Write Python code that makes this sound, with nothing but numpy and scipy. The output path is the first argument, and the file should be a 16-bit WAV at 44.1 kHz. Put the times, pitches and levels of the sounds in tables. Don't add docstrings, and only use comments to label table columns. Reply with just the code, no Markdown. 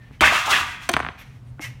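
import sys
import numpy as np
from scipy import signal
from scipy.fft import rfft, irfft
from scipy.io import wavfile

SR = 44100
rng = np.random.default_rng(int(sys.argv[2]) if len(sys.argv) > 2 else 0)


def boost(x):
    u = np.asarray(x, float) / 20
    return 10 ** u


def log_audio(samples):
    frames = np.atleast_2d(samples).T
    limited = np.clip(frames, -1, 1)
    pcm = np.round(limited * 32767).astype(np.int16)
    wavfile.write(sys.argv[1], SR, pcm)


N = 79380

# t/s, force level/dB, crash centre f/Hz,
# edge rattle level/dB re force, lowest free mode f/Hz
SHEET_LANDINGS = [
    [(.209, -17, 795, -4.5, 250), (.235, -8, 1430, -21, 352), (.257, -12, 1960, -9.5, 485),
     (.29, -15.5, 2230, -12.5, 510), (.315, -17.5, 1600, -13.5, 465), (.345, -17, 1420, -9.5, 480),
     (.37, -17, 1690, -11, 566), (.41, -23, 1830, -8, 540), (.45, -24, 1750, -14.5, 543)],
    [(.462, -22.5, 740, -7, 396), (.486, -20, 865, -13.5, 447), (.512, -17.5, 1300, -2.5, 510),
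     (.535, -15, 2150, -9.5, 590), (.575, -20, 2200, -9, 640), (.61, -20.5, 1760, -10.5, 700),
     (.655, -30, 1840, -11.5, 764), (.72, -32.5, 2000, -10.5, 900), (.794, -39.5, 2050, -16.5, 1000),
     (.838, -38, 2030, -8, 1010), (.872, -44, 1780, -6.5, 1010)],
]
# f/Hz, level/dB
SHEET_COLOUR = [(150, -1.5), (300, -36), (620, 0.5), (1200, 7), (1800, 1.5), (2800, 3.5), (3600, -0.5),
                (5000, -53)]
# f/Hz, level/dB
RATTLE_COLOUR = [(2060, -14.5), (3500, -7), (4750, -11.5), (6280, -13), (15100, -29), (16000, -25)]
# f/Hz, level/dB
BENCH_COLOUR = [(25, -27), (45, -21), (75, -11.5), (130, -15.5), (250, -10), (480, -16.5), (650, -36)]
# t/s, peak level/dB, f/Hz
BUCKLE_POPS = [(0.211, -22, 1200), (0.22, -10, 2380), (0.225, -8.5, 1150), (0.231, -14.5, 706),
               (0.231, -10, 2240), (0.237, -11, 1420), (0.242, -6.5, 1830), (0.245, -16, 1400),
               (0.243, -14.5, 2480), (0.246, -21, 2360), (0.255, -14.5, 1640), (0.255, -9, 2360),
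               (0.26, -8, 1700), (0.261, -7.5, 2160), (0.274, -6.5, 1780), (0.278, -6.5, 2050),
               (0.29, -15, 2070), (0.323, -12.5, 693), (0.332, -17, 2660), (0.334, -15.5, 1280),
               (0.35, -15.5, 1700), (0.351, -22.5, 1260), (0.352, -16, 3000), (0.354, -16, 2280),
               (0.359, -17, 1370), (0.377, -14.5, 1266), (0.38, -13.5, 1750), (0.48, -12.5, 890),
               (0.502, -20, 1310), (0.513, -16, 1400), (0.518, -18.5, 1570), (0.53, -12, 2690),
               (0.532, -12, 1660), (0.535, -19, 3330), (0.537, -15, 2660), (0.541, -11.5, 1720),
               (0.548, -13, 1760), (0.55, -23, 2850), (0.558, -16, 2880), (0.56, -18, 2300),
               (0.562, -12, 1715), (0.566, -20, 2830), (0.569, -21, 2120), (0.573, -21, 2110),
               (0.584, -14, 1670), (0.587, -15.5, 1380)]
THUD_TIMES = [.109, .210, .214, .214, .465, .505, .522, .61, .8925, .894, .902, .907, .93, .94, 1.03, 1.596,
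              .11, .34, .545, 1.6, 1.603]
# level/dB, f/Hz, t60/s
THUD_TONES = [(-38, 250, 0.05), (-14, 334, 0.044), (-16.5, 630, 0.2), (-19.5, 67, 0.26),
              (-33.5, 300, 0.024), (-36, 73, 0.17), (-26.5, 390, 0.057), (-36, 81, 0.57), (-10, 720, 0.027),
              (-40, 1200, 0.018), (-23, 348, 0.11), (-24.5, 690, 0.074), (-30, 69, 0.79),
              (-26.5, 142, 0.11), (-36.5, 158, 0.25), (-31.5, 304, 0.078), (-45.5, 460, 0.033),
              (-27.5, 610, 0.075), (-32, 220, 0.091), (-40, 460, 0.024), (-39, 770, 0.034)]
# t/s, peak level/dB, knock f/Hz,
# jaw rattle level/dB re peak
WOOD_BLOWS = [(0.1105, -42, 1020, -29), (.20865, -3, 2120, -8.5), (.8912, -8.5, 1760, 0),
              (.894, -7, 2580, -7), (.896, -23.5, 950, -19), (0.9158, -25.5, 900, 4.5),
              (0.932, -24, 1860, 1), (0.9016, -19, 2300, -27), (0.9353, -33, 1510, 11),
              (0.9363, -18.5, 1930, -23), (0.9389, -2.5, 2590, -29.5), (.9425, -21.5, 1510, -7),
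              (0.9669, -1.5, 1270, -22), (0.9713, -15, 1400, -22), (.993, -16, 1100, -20),
              (1.0027, -10, 1173, -24), (1.0054, -17.5, 1200, -21), (1.026, -27, 2300, -24),
              (1.031, -21, 1500, -27), (1.0493, -14, 1300, -36), (1.0657, -15, 1490, -42),
              (1.088, -15.5, 1640, -43), (1.105, -34.5, 918, -38), (1.5952, -26.5, 1255, -30)]
KNOCK_BAND = [480, 5200]
# f/Hz, level/dB
WOOD_COLOUR = [(120, -17.5), (220, 1), (400, -4), (750, -3.5), (1300, -0.5), (2500, -4), (4500, -7.5),
               (8000, -23.5)]
# f/Hz, width/Hz, level/dB
JAW_MODES = [(4270, 600, -8), (6340, 130, -19.5), (6560, 830, -7), (9060, 1400, -1.5), (13900, 3400, -7)]
# t/s, length/s, level/dB, bright share level/dB
RUBS = [
    (0.0, 0.088, -65.5, -10),
    (0.113, 0.038, -62, -6),
    (0.807, 0.025, -55, 2),
    (1.172, 0.046, -51.5, -6.5),
    (1.25, 0.12, -67.5, -3.5),
    (1.45, 0.042, -72, -10),
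    (1.604, 0.038, -44, 2),
    (1.634, 0.018, -50, -8),
]
# f/Hz, level/dB
HISS_COLOUR = [(2350, -32), (4000, -8), (5570, 8), (7530, -1.5), (11600, -3.5), (15100, -7.5), (16000, -21)]
# f/Hz, level/dB
BODY_COLOUR = [(290, -53.5), (500, -17), (1440, -11.5), (2120, -3.5), (2300, -6), (4500, -19),
               (5850, -49.5), (9900, -120)]
# middle t/s, length/s, level/dB, f/Hz
RUB_NOTES = [(0.003, 0.046, -53, 1830), (0.039, .035, -52, 1780), (0.079, .025, -56, 1800),
             (0.138, .014, -57, 2560), (0.1994, .007, -43.5, 3074), (1.205, 0.026, -55, 3480),
             (1.197, 0.039, -49, 2480), (1.588, .01, -53, 1450), (1.611, 0.021, -45, 2130),
             (1.633, 0.023, -33.5, 2160), (1.653, .014, -39.5, 3080), (1.656, 0.038, -36.5, 1970),
             (1.647, 0.065, -49, 1630), (1.665, 0.034, -43, 2610), (1.64, .03, -41, 2830),
             (1.708, .02, -49, 2150)]
# t/s, length/s, level/dB, centre f/Hz, width/Hz
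CLOTH_WHISPERS = [
    (.915, .008, -44, 9000, 1500),
    (1.185, .045, -58, 12500, 2500),
    (1.46, .06, -73, 9000, 2200),
]
# f/Hz, level/dB
SHOP_COLOUR = [(15, -49), (32, -18.5), (84, -18.5), (123, -21.5), (185, -30), (242, -29), (309, -39),
               (887, -46), (16000, -72.5)]
# t/s, level/dB
MOTOR_RISE = [(1.2, -86), (1.244, -47), (1.8, -37)]


def in_time(rows):
    s, *columns = np.transpose(rows)
    return [np.interp(np.arange(N) / SR, s, column) for column in columns]


def rms_one(x):
    return x / np.sqrt(np.mean(x ** 2) + 1e-20)


def colour(x, points):
    hz, db = np.transpose(points)
    log_f = np.log(np.maximum(np.fft.rfftfreq(len(x), 1 / SR), 1))
    gain = boost(np.interp(log_f, np.log(hz), db, left=-90, right=-90))
    return rms_one(irfft(rfft(x) * gain, len(x)))


def low_pass(x, hz):
    return signal.sosfilt(signal.butter(2, hz, fs=SR, output="sos"), x)


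def band_pass(x, low, high):
    return signal.sosfilt(signal.butter(2, [low, high], "band", fs=SR, output="sos"), x)


def ring(x, hz, t60):
    r, w = boost(-60 / (t60 * SR)), 2 * np.pi * hz / SR
    return signal.lfilter([0, np.sin(w)], [1, -2 * r * np.cos(w), r * r], x + 1e-18)


def click(s, db):
    x = np.zeros(N)
    x[int(s * SR)] = boost(db)
    return x


def grains(rate, spread_db):
    sizes = boost(spread_db * np.minimum(rng.exponential(1, N), 5)) * rng.choice([-1, 1], N)
    return rms_one(sizes * (rng.random(N) < rate / SR))


def dying(t60, seconds):
    t = np.arange(int(seconds * SR)) / SR
    x = rng.standard_normal(len(t)) * boost(-60 * t / t60)
    return x / np.sqrt(np.sum(x ** 2))


def sheet_drive(centre, lowest):
    focus_db, focus_oct, edge_db_per_oct = 6, 0.55, 26
    touches = colour(grains(7000, 2.5), SHEET_COLOUR)
    drive = np.zeros(N)
    edges = 140 * 2 ** (np.arange(17) / 3)
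    for low, high in zip(edges, edges[1:]):
        hz = np.sqrt(low * high)
        near = np.exp(-(np.log2(hz / centre) / focus_oct) ** 2 / 2)
        below_modes = np.maximum(np.log2(lowest / hz), 0)
        gain_db = focus_db * (near - 0.5) - edge_db_per_oct * below_modes
        drive += band_pass(touches, low, high) * boost(gain_db)
    return drive


def sheet_wash(drive):
    t60_s, reshape_s = 0.3, 0.04
    t = np.arange(N) / SR
    wash = np.zeros(N)
    for k in range(24):
        share = np.sqrt(np.maximum(1 - np.abs((t - 0.2) / reshape_s - k), 0))
        wash += signal.fftconvolve(drive * share, dying(t60_s, 0.25))[:N]
    return wash


def sheet():
    rows = list(SHEET_LANDINGS[0]) + list(SHEET_LANDINGS[1])
    force, centre, edge, lowest = in_time(rows)
    t = np.arange(N) / SR
    on = (t >= rows[0][0]) * np.exp(-np.maximum(t - rows[-1][0], 0) / 0.06)
    drive = sheet_drive(centre, lowest) * on * boost(force)
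    rattle = colour(grains(9000, 1.2), RATTLE_COLOUR) * on * boost(force + edge - 1)
    airborne = (t > 0.365) & (t < 0.46)
    rumble_db = -43 + 1.07 * (force + 21.0) - 11.5 * airborne
    rumble = colour(rng.standard_normal(N), BENCH_COLOUR) * on * boost(rumble_db)
    return rumble + 1.51 * drive + boost(-5) * sheet_wash(drive) + rattle


def pops():
    t60_s = 0.022
    out = np.zeros(N)
    for s, db, hz in BUCKLE_POPS:
        out += ring(ring(click(s, db), hz, t60_s), hz, 4.35 / hz) * 3.54 * hz / SR
    return out


def thuds():
    out = np.zeros(N)
    for s, (db, hz, t60) in zip(THUD_TIMES, THUD_TONES):
        push = ring(ring(click(s, db), hz, t60), hz, 2 / hz)
        out += low_pass(push * 7 * hz / SR, 1500)
    return out


def wood_blow(db, hz):
    contact_cycles, travel_cycles = 0.14, 2.5
    arrival_centre, arrival_spread = 0.96, 0.24
    wood_t60_s, wood_rise_s = 0.032, 0.0015
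    t, age = np.arange(-128, 3968) / SR, np.arange(4096) / SR
    late = np.maximum(1 + t * hz / travel_cycles, 0.05)
    arrival = np.exp(-(np.log(late / arrival_centre) / arrival_spread) ** 2 / 2)
    knock = boost(db + 0.5) * arrival * np.cos(2 * np.pi * travel_cycles / late)
    push = boost(db) * np.exp(-(t * hz / contact_cycles) ** 2 / 2)
    wood = colour(rng.standard_normal(4096), WOOD_COLOUR)
    wood = wood * boost(-60 * age / wood_t60_s) * (1 - np.exp(-(age / wood_rise_s) ** 2))
    answer = signal.fftconvolve(push, wood)[:len(t)] * hz / SR
    return band_pass(knock, *KNOCK_BAND) + boost(2) * answer


def jaw_chatter(blows):
    t60_s = 0.017
    decay = boost(-60 / (t60_s * SR))
    chatter = signal.lfilter([1], [1, -decay], blows + 1e-18) * grains(9000, 2.5)
    tones = np.zeros(N)
    for hz, width, db in JAW_MODES:
        tones += boost(db) * ring(chatter, hz, 1.3 / width) * np.sqrt(width / SR)
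    return boost(3) * (tones + 0.11 * np.diff(chatter, prepend=0))


def snips():
    out, jaws = np.zeros(N + 4096), np.zeros(N)
    for s, db, hz, jaw_db in WOOD_BLOWS:
        start = int(s * SR) - 128
        out[start:start + 4096] += wood_blow(db, hz)
        jaws += click(s - 0.0004, db + jaw_db)
    return out[:N] + jaw_chatter(jaws)


def scuffs():
    attack_s, release_s = 0.018, 0.029
    rough, wobble_hz = 0.26, 90
    t, out = np.arange(N) / SR, np.zeros(N)
    body = colour(grains(7100, 0.83), BODY_COLOUR)
    hiss = colour(grains(13000, 2.1), HISS_COLOUR)
    for s, length, db, bright_db in RUBS:
        rise = np.clip((t - s) / attack_s + 0.01, 0, 1)
        fall = np.exp(-np.maximum(t - s - length, 0) / release_s)
        out += boost(db) * rise * fall * (0.61 * boost(10) * body + boost(bright_db) * hiss)
    wobble = rms_one(low_pass(rng.standard_normal(N), wobble_hz))
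    for s, length, db, hz in RUB_NOTES:
        swell = np.exp(-(2 * (t - s) / length) ** 4)
        out += boost(db) * swell * (1 + rough * wobble) * np.sin(2 * np.pi * hz * t)
    return out


def whispers():
    t, out = np.arange(N) / SR, np.zeros(N)
    for s, length, db, hz, width in CLOTH_WHISPERS:
        swell = np.exp(-((t - s - length / 2) / (0.44 * length)) ** 4)
        hiss = ring(ring(rng.standard_normal(N), hz, 2.4 / width), hz, 2.0 / width)
        out += boost(db) * swell * rms_one(hiss)
    return out


def room(x):
    t60_s, wall_cut_hz, delay_s = 0.63, 7000, 0.004
    slow = band_pass(dying(t60_s, 1.2), 500, wall_cut_hz)
    quick = np.pad(dying(0.6 * t60_s, 0.8), (0, len(slow)))[:len(slow)]
    tail = np.r_[np.zeros(int(delay_s * SR)), slow + 0.5 * quick]
    return boost(-13.5) * signal.fftconvolve(x, tail)[:N]


def shop():
    hum_hz, hum_width_hz = 123.4, 24
    hum_db, = in_time([(0, -49.5), (1.1, -51)] + list(MOTOR_RISE))
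    drone = ring(ring(rng.standard_normal(N), hum_hz, 0.73 / hum_width_hz), hum_hz, 0.19)
    return boost(-46) * colour(rng.standard_normal(N), SHOP_COLOUR) + boost(hum_db) * rms_one(drone)


def scene():
    near = sheet() + snips() + scuffs() + pops() + whispers()
    return (near + room(near) + thuds() + shop())[None]


def band_limit(x):
    return signal.sosfilt(signal.butter(12, 16980, fs=SR, output="sos"), x)


def record(dry):
    ceiling = 0.72
    dry = signal.sosfilt(signal.butter(2, 45, "high", fs=SR, output="sos"), dry)
    held = dry / (1 + (dry / ceiling) ** 4) ** 0.25
    mix = signal.sosfilt(signal.cheby2(10, 60, 17300, fs=SR, output="sos"), held)
    return band_limit(mix)


dry = scene()
out = record(dry)
log_audio(out)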